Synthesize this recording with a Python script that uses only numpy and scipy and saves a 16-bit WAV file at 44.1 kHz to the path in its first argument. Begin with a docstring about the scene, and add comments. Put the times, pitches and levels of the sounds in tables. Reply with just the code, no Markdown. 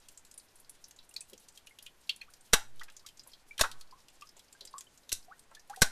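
"""Water drips from a drained pipe in a low basement, close to the microphone.
Heavy drops smack hard plastic: shaped noise bursts ring its modes, with a dull low thump as the microphone overloads.
Trapped bubbles plink as sines of rising pitch; small drops tick as bubble clusters with froth and spray.
Gurgles, a fizzing trickle and a faint hiss are filtered noise; joists and a block wall give a short, dense echo.
The smacks overload the microphone and knock its bias down."""
import sys
import numpy as np
from scipy import signal
from scipy.fft import rfft, irfft
from scipy.io import wavfile
from scipy.ndimage import uniform_filter1d

SR = 44100
rng = np.random.default_rng(int(sys.argv[2]) if len(sys.argv) > 2 else 0)


def pcm_store(signal):
    """Save signal as 16-bit PCM."""
    levels = np.round(np.clip(np.atleast_2d(signal), -1, 1) * 32767)
    wavfile.write(sys.argv[1], SR, levels.astype(np.int16).T)


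N = 260631
EVENT_S = np.arange(SR // 5) / SR  # time axis of one short sound
EVENT_MS = EVENT_S * 1000


def undb(db):
    """Decibels to gain."""
    return 10 ** (np.asarray(db) / 20)


def add(track, start_s, sound):
    """Mix a sound into the track, cut off at the track's end."""
    start = int(start_s * SR)
    track[start:start + len(sound)] += sound[:N - start]


def unit(x):
    """Scale to rms 1."""
    return x / np.sqrt(np.mean(x ** 2))


def cut(x, hz, kind, order=2):
    """Butterworth low-pass or high-pass."""
    return signal.sosfilt(signal.butter(order, hz, kind, fs=SR, output="sos"), x)


def resonate(x, hz, width_hz):
    """One resonance, gain 1 at its centre."""
    return signal.lfilter(*signal.iirpeak(hz, hz / width_hz, fs=SR), x)


def noise(points, size):
    """Noise of rms 1 whose spectrum follows (hz, db) points, interpolated over log frequency."""
    hz, db = np.transpose(points)
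    bins_hz = np.arange(size // 2 + 1) * SR / size
    gain = undb(np.interp(np.log(bins_hz + 1), np.log(hz), db))
    spectrum = rfft(rng.standard_normal(size)) * gain
    return unit(irfft(spectrum, size))


def burst(length_ms, steep, rise_ms=1.2):
    """Envelope with a short soft rise that falls away around length_ms, more abruptly if steep."""
    rise = np.minimum(EVENT_MS / rise_ms, 1)
    return rise * np.exp(-(EVENT_MS / length_ms) ** steep)


def smacks(thump_top_hz=720, crown_db=-8, crown_ms=7, spatter_db=-19, spatter_ms=24, shove=0.63, shove_ms=2.0):
    """Heavy drops burst on plastic, ring its modes and spatter; returns splashes and the overload thumps."""
    # heavy drops: start_s, level_db, splash_ms, splash_low_cut_hz, thump_to_splash_db, thump_low_cut_hz
    smack_events = [(2.528, -36, 6.1, 2000, -26, 250), (2.5323, -14.5, 12.7, 883, -11, 274),
                    (3.592, -33.5, 23, 920, -20, 250), (3.6102, -17, 7.5, 1110, -8.5, 230),
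                    (5.118, -30.5, 6.7, 2430, -41, 250), (5.126, -21.5, 3.73, 4600, -21, 110),
                    (5.812, -36, 4.9, 2500, -24, 249), (5.818, -14.5, 12.3, 970, -8.5, 100)]
    # splash spectrum: freq_hz, level_db
    smack_colour = [(300, -7), (1100, -6), (1550, -2), (2400, -6), (4000, -7.5), (6000, -7), (9000, -6),
                    (12500, -11.5), (14500, -22)]
    # resonances of the struck plastic: freq_hz, width_hz, gain_db
    tub_modes = [(821, 120, -1), (1373, 50, -6), (1528, 180, -3.5), (1810, 68, -7.5), (2700, 260, -7),
                 (3920, 350, 9), (4520, 120, -12), (5717, 360, 4.5), (8230, 450, -16.5)]
    splashes, thumps = np.zeros(N), np.zeros(N)
    for start_s, level_db, splash_ms, splash_low_cut_hz, thump_db, thump_low_cut_hz in smack_events:
        push = burst(splash_ms, steep=2.9, rise_ms=0.62)
        size = undb(level_db) * np.sqrt(np.mean(push ** 2))
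        crown = undb(crown_db) * burst(crown_ms, steep=0.76, rise_ms=2.2)  # the rim of water breaks up
        spatter = undb(spatter_db) * burst(spatter_ms, steep=1, rise_ms=10)  # and falls back as fine spray
        splash = noise(smack_colour, size=len(EVENT_S)) * (push + crown + spatter)
        ringing = sum(undb(gain_db) * resonate(splash, hz, width_hz) for hz, width_hz, gain_db in tub_modes)
        add(splashes, start_s, size * unit(cut(splash + ringing, splash_low_cut_hz, "high")))

        rumble = cut(rng.standard_normal(len(EVENT_S)) * push, thump_top_hz, "low", order=3)
        rumble = cut(rumble, thump_low_cut_hz, "high")
        sag = -burst(shove_ms, steep=1.0, rise_ms=8.0)  # one slow downward push of the overloaded microphone
        add(thumps, start_s, size * undb(thump_db) * (unit(rumble) + shove * unit(sag)))
    return splashes, thumps


def low_boom(thumps):
    """Low booming resonances that ring after the thumps."""
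    # boom resonances: freq_hz, width_hz, gain_db
    boom_modes = [(224, 4.5, -13.5), (341.7, 36, -6), (559, 25, -14.5)]
    return sum(undb(gain_db) * resonate(thumps, hz, width_hz) for hz, width_hz, gain_db in boom_modes)


def bubbles():
    """Trapped bubbles plink, deeper ones fading more slowly; surfacing ones swoop up nearly an octave."""
    # trapped bubbles: start_s, level_db, start_pitch_hz, climb_octaves_per_s
    plinks = [(1.112, -58, 2720, 7.7), (1.163, -29.5, 4270, 8.6), (1.161, -45.5, 2430, 2.5),
              (1.213, -50, 2504, 2), (1.709, -52, 2110, 2), (1.864, -46.5, 2820, 3.3),
              (2.093, -27, 2657, 9.6), (2.095, -25.5, 4364, 2.2), (2.212, -41.5, 4220, 2.4),
              (3.509, -41.5, 2295, 2.2), (3.637, -29.5, 1339, 5.4), (3.924, -45.5, 997, 4.5),
              (4.22, -47, 1153, 3.8), (4.549, -55, 1573, 2), (4.738, -36.5, 1040, 6),
              (4.868, -54.5, 3050, 2), (5.28, -51.5, 685, 7.9), (5.568, -48.5, 1720, 2.2),
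              (5.696, -43, 780, 5.3), (5.77, -44, 748, 0.75)]
    # surfacing bubbles: start_s, level_db, start_pitch_hz, octave_climb_ms
    swoops = [(2.271, -59, 930, 34), (2.809, -38.5, 1026, 11), (3.032, -59, 859, 39),
              (5.305, -45.5, 964, 35), (5.726, -44, 990, 22.6)]
    fade_1khz_ms, fade_slope = 13.7, 0.75
    swell_share = 0.28  # build-up / fade
    swoop_peak_share, swoop_fade_ms = 0.56, 7.6  # build-up / octave climb time
    out = np.zeros(N)
    for start_s, level_db, hz, octaves_per_s in plinks:
        fade_ms = fade_1khz_ms / (hz / 1000) ** fade_slope
        add(out, start_s, undb(level_db) * bubble(hz, octaves_per_s, swell_share * fade_ms, fade_ms))
    for start_s, level_db, hz, climb_ms in swoops:
        swoop = bubble(hz, 1000 / climb_ms, swoop_peak_share * climb_ms, swoop_fade_ms)
        add(out, start_s, undb(level_db) * swoop)
    return out


def bubble(hz, octaves_per_s, swell_ms, fade_ms, most_octaves=0.95, wobble_top_hz=200, wobble_rms=0.2):
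    """A sine climbs in pitch as the bubble nears the surface; the stirred water makes its level waver."""
    pitch_hz = hz * 2 ** np.minimum(octaves_per_s * EVENT_S, most_octaves)
    swell = np.minimum(EVENT_MS / swell_ms, 1)
    fade = np.exp(-np.maximum(EVENT_MS - swell_ms, 0) / fade_ms)
    wobble = 1 + wobble_rms * unit(cut(rng.standard_normal(len(EVENT_S)), wobble_top_hz, "low"))
    return swell * fade * wobble * np.sin(2 * np.pi * np.cumsum(pitch_hz) / SR)


def drops():
    """Small drops that stand out; the more of a drop goes into spray, the longer the spray lasts."""
    # small drops: start_s, level_db, ring_pitch_hz, spray_to_ring_db
    drop_events = [(0.085, -64.5, 7970, 9), (0.174, -63.5, 7470, -12), (0.249, -71, 7660, 8),
                   (0.312, -67, 7840, 1), (0.34, -69, 10250, -4), (0.377, -59.5, 9040, -12),
                   (0.556, -72, 9660, -23), (0.599, -70.5, 10200, -25), (0.6944, -61, 9640, -6),
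                   (0.8408, -62, 5530, -14), (0.909, -67, 6470, 2), (0.988, -67, 3850, -18),
                   (1.0908, -69.5, 8730, -11), (1.139, -66, 8000, 1), (1.1635, -54, 4310, -5.5),
                   (1.2065, -56.5, 7860, -11), (1.297, -70.5, 10760, 0), (1.332, -66, 3280, 4),
                   (1.377, -70, 6330, -2), (1.485, -66, 6700, -1), (1.574, -65.5, 3170, 4),
                   (1.67, -64.5, 2870, 0), (1.7867, -63.5, 3220, 0), (1.8243, -65.5, 11600, -2),
                   (1.863, -61, 2970, -5.5), (2.093, -45, 3315, -8), (2.161, -66.5, 9960, 3),
                   (2.2151, -59, 2430, -12), (2.3363, -68, 5630, 5), (2.795, -65.5, 3540, -4.5),
                   (2.833, -63.5, 5000, 19), (2.899, -70.5, 3400, -1), (2.9653, -63.5, 6100, -5),
                   (3.0625, -59.5, 4780, 24), (3.087, -67, 3100, 0.5), (3.194, -62.5, 4940, -12),
                   (3.273, -66.5, 10600, -14), (3.333, -65.5, 3980, -16), (3.579, -54.5, 3100, -4),
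                   (3.714, -59.5, 4270, 3), (3.81, -63.5, 4240, 2), (4.0834, -69.5, 3000, 2.5),
                   (4.21, -69, 5150, 1), (4.221, -66, 2710, -5), (4.29, -69, 5170, -4),
                   (4.393, -68.5, 3680, 3.5), (4.526, -67, 7440, -4), (4.608, -60, 4220, -9),
                   (4.651, -61.5, 7480, -2), (4.673, -64.5, 4800, -6), (4.781, -56.5, 7400, -9.5),
                   (4.807, -60, 6570, 3), (5.092, -58.5, 3740, 5), (5.393, -69, 9100, -1.5),
                   (5.5489, -64.5, 3570, 4.5), (5.697, -65, 8260, 12), (5.7606, -63, 8700, 7)]
    even_spray_ms, doubling_db = 2.6, 16.5  # length at 0 dB spray; dB that double it
    out = np.zeros(N)
    for start_s, level_db, hz, spray_db in drop_events:
        spray_ms = even_spray_ms * 2 ** (spray_db / doubling_db)
        add(out, start_s, undb(level_db) * drop(hz, spray_db, spray_ms))
    return out


def drop(hz, spray_db, spray_ms, ring_ms=2.2, scatter=0.14, stagger_ms=1.3, rise_ms=1.6, froth_db=-1,
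         froth_width=0.45, froth_ms=4.3, climb_octaves_per_s=6, count=4):
    """A cluster of tiny bubbles of nearly one size, a froth of still more around their pitch, a broad spray."""
    # spray spectrum: freq_hz, level_db
    spray_colour = [(200, -16.5), (900, -15.5), (2000, -4.5), (4000, 0), (7000, 0.5), (10000, -3.5),
                    (14000, -8.5)]
    ring = np.zeros(len(EVENT_S))
    for k, (detune, turn) in enumerate(rng.uniform(-1, 1, (count, 2))):
        start_hz = min(hz * np.exp(scatter * np.sqrt(k) * detune), SR / 3)
        pitch_hz = start_hz * 2 ** np.minimum(climb_octaves_per_s * EVENT_S, 0.5)
        tone = np.sin(2 * np.pi * np.cumsum(pitch_hz) / SR + np.pi * turn)
        tone = tone * burst(ring_ms, steep=0.81, rise_ms=rise_ms)
        ring += np.roll(tone, int(k * stagger_ms * SR / 1000)) / np.sqrt(1 + k)  # each later and weaker
    froth = churn(hz, froth_width) * burst(froth_ms, steep=0.65, rise_ms=rise_ms)
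    spray = cut(noise(spray_colour, size=len(EVENT_S)), hz / 3, "high", order=1)
    spray = spray * burst(spray_ms, steep=0.85, rise_ms=1.6)
    body = unit(unit(ring) + undb(froth_db) * unit(froth))
    return unit(body + undb(spray_db) * unit(spray))


def droplets(count=70, floor_db=-83, spread_db=13, rarity=1.5, low_hz=4300, octaves=1.4, spray_db=-5, spray_ms=5.5):
    """Faint droplets keep landing at uneven gaps; the louder ones are rarer."""
    out = np.zeros(N)
    for k, (when, size, pitch) in enumerate(rng.random((count, 3))):
        start_s = (k + when) / count * N / SR
        level_db = floor_db + spread_db * size ** rarity
        add(out, start_s, undb(level_db) * drop(low_hz * 2 ** (octaves * pitch), spray_db, spray_ms))
    return out


def gurgles(width=1.0):
    """Water gurgles in the pipe: short, hollow churning of water and air."""
    # gurgles: start_s, level_db, pitch_hz, length_ms
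    gurgle_events = [(1.323, -64, 364, 16), (2.813, -44, 1410, 4.7), (2.881, -53.5, 1690, 14.5),
                     (3.262, -63, 880, 14), (3.595, -33.5, 1210, 6.4), (3.636, -34, 1365, 17.6),
                     (4.364, -60, 764, 7.5), (4.61, -69, 556, 46), (5.512, -58, 984, 13.5),
                     (5.696, -58.5, 1200, 24)]
    out = np.zeros(N)
    for start_s, level_db, hz, length_ms in gurgle_events:
        gurgle = churn(hz, width) * burst(length_ms, steep=3.4, rise_ms=1.9)
        add(out, start_s, undb(level_db) * gurgle)
    return out


def churn(hz, width):
    """Many unresolved bubbles as noise resonating around one pitch; width is a share of that pitch."""
    width_hz = hz * width
    once = resonate(rng.standard_normal(len(EVENT_S)), hz, width_hz)
    return unit(resonate(once, hz, width_hz))


def trickle(level_db=-81, flicker_db=6.0, step_s=0.03, width=0.86):
    """A thin film of water fizzes along the pipe; each register comes and goes, partly together."""
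    t = np.arange(N) / SR
    steps_s = np.arange(600) * step_s
    shared, out = rng.standard_normal(len(steps_s)), np.zeros(N)
    for hz in (3230, 4800, 6750, 9200, 11700):
        own = rng.standard_normal(len(steps_s))
        flicker = np.interp(t, steps_s, (shared + own) / np.sqrt(2))
        fizz = resonate(resonate(rng.standard_normal(N), hz, hz * width), hz, hz * width)
        out += undb(level_db + flicker_db * flicker) * unit(fizz)
    return out


def hiss(level_db=-63.5):
    """Steady background noise, strongest in the lowest bass."""
    # hiss spectrum: freq_hz, level_db (relative)
    hiss_colour = [(12, 7), (20, -6), (30, -12.5), (48, -12), (162, -17), (489, -18), (974, -19),
                   (1280, -23), (1430, -20.5), (7080, -32.5), (8130, -34.5), (13300, -38.5), (14500, -56)]
    return undb(level_db) * noise(hiss_colour, size=N)


def basement(x, near_db, near_t60_s, far_db, far_t60_s):
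    """Dense reflections from the joists and wall, then the tail of the room, as decaying noise echoes."""
    # echo spectrum: freq_hz, level_db
    echo_colour = [(100, 9.5), (500, 10.5), (1500, 0), (4000, -4.5), (8000, -3.5), (14000, -6.5)]
    t = np.arange(SR // 2) / SR
    out = x
    for level_db, t60_s, gap_s in ((near_db, near_t60_s, 0.0012), (far_db, far_t60_s, 0.007)):
        decay = np.exp(-np.log(1000) * t / t60_s)
        echo = noise(echo_colour, size=len(t)) * decay * (t > gap_s)
        out = out + undb(level_db) * signal.fftconvolve(x, echo / np.linalg.norm(echo))[:N]
    return out


def scene():
    """All the drips in the room, over its hiss; the microphone's thumps and the low boom after them have no
    echo."""
    splashes, thumps = smacks()
    heavy = basement(splashes, near_db=-9.0, near_t60_s=0.047, far_db=-13.5, far_t60_s=0.23)
    plinks = basement(bubbles(), near_db=-11.0, near_t60_s=0.044, far_db=-18, far_t60_s=0.21)
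    small = basement(drops() + droplets() + gurgles(), near_db=-5, near_t60_s=0.091, far_db=-19.5, far_t60_s=0.53)
    return (heavy + thumps + low_boom(thumps) + plinks + small + trickle() + hiss())[None]


def bias_shift(x, edge_hz=8000, threshold=0.019, depth=0.83, drain_per_s=0.19, coupling_hz=2.5, step_hz=118,
               soften_hz=400):
    """Sharp peaks knock the microphone's bias down; it creeps back in small humming steps and overshoots."""
    power = uniform_filter1d(cut(x, edge_hz, "high") ** 2, size=260, origin=129)  # window over the past
    edge = np.sqrt(np.abs(power))
    drained = drain_per_s * np.floor(step_hz * np.arange(N) / SR) / step_hz
    # peak hold that drains in steps
    charge = np.maximum.accumulate(depth * np.maximum(edge - threshold, 0) + drained) - drained
    softened = cut(charge, soften_hz, "low", order=1)
    return -cut(softened, coupling_hz, "high", order=1)


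def record(dry, ceiling=0.98, top_hz=14100):
    """The microphone overloads on the smacks, its bias shifts and the top is cut."""
    x = ceiling * np.tanh(dry[0] / ceiling)
    top_cut = signal.ellip(10, 0.2, 70, top_hz, fs=SR, output="sos")
    return signal.sosfilt(top_cut, x + bias_shift(x))[None]


dry = scene()
out = record(dry)
pcm_store(out)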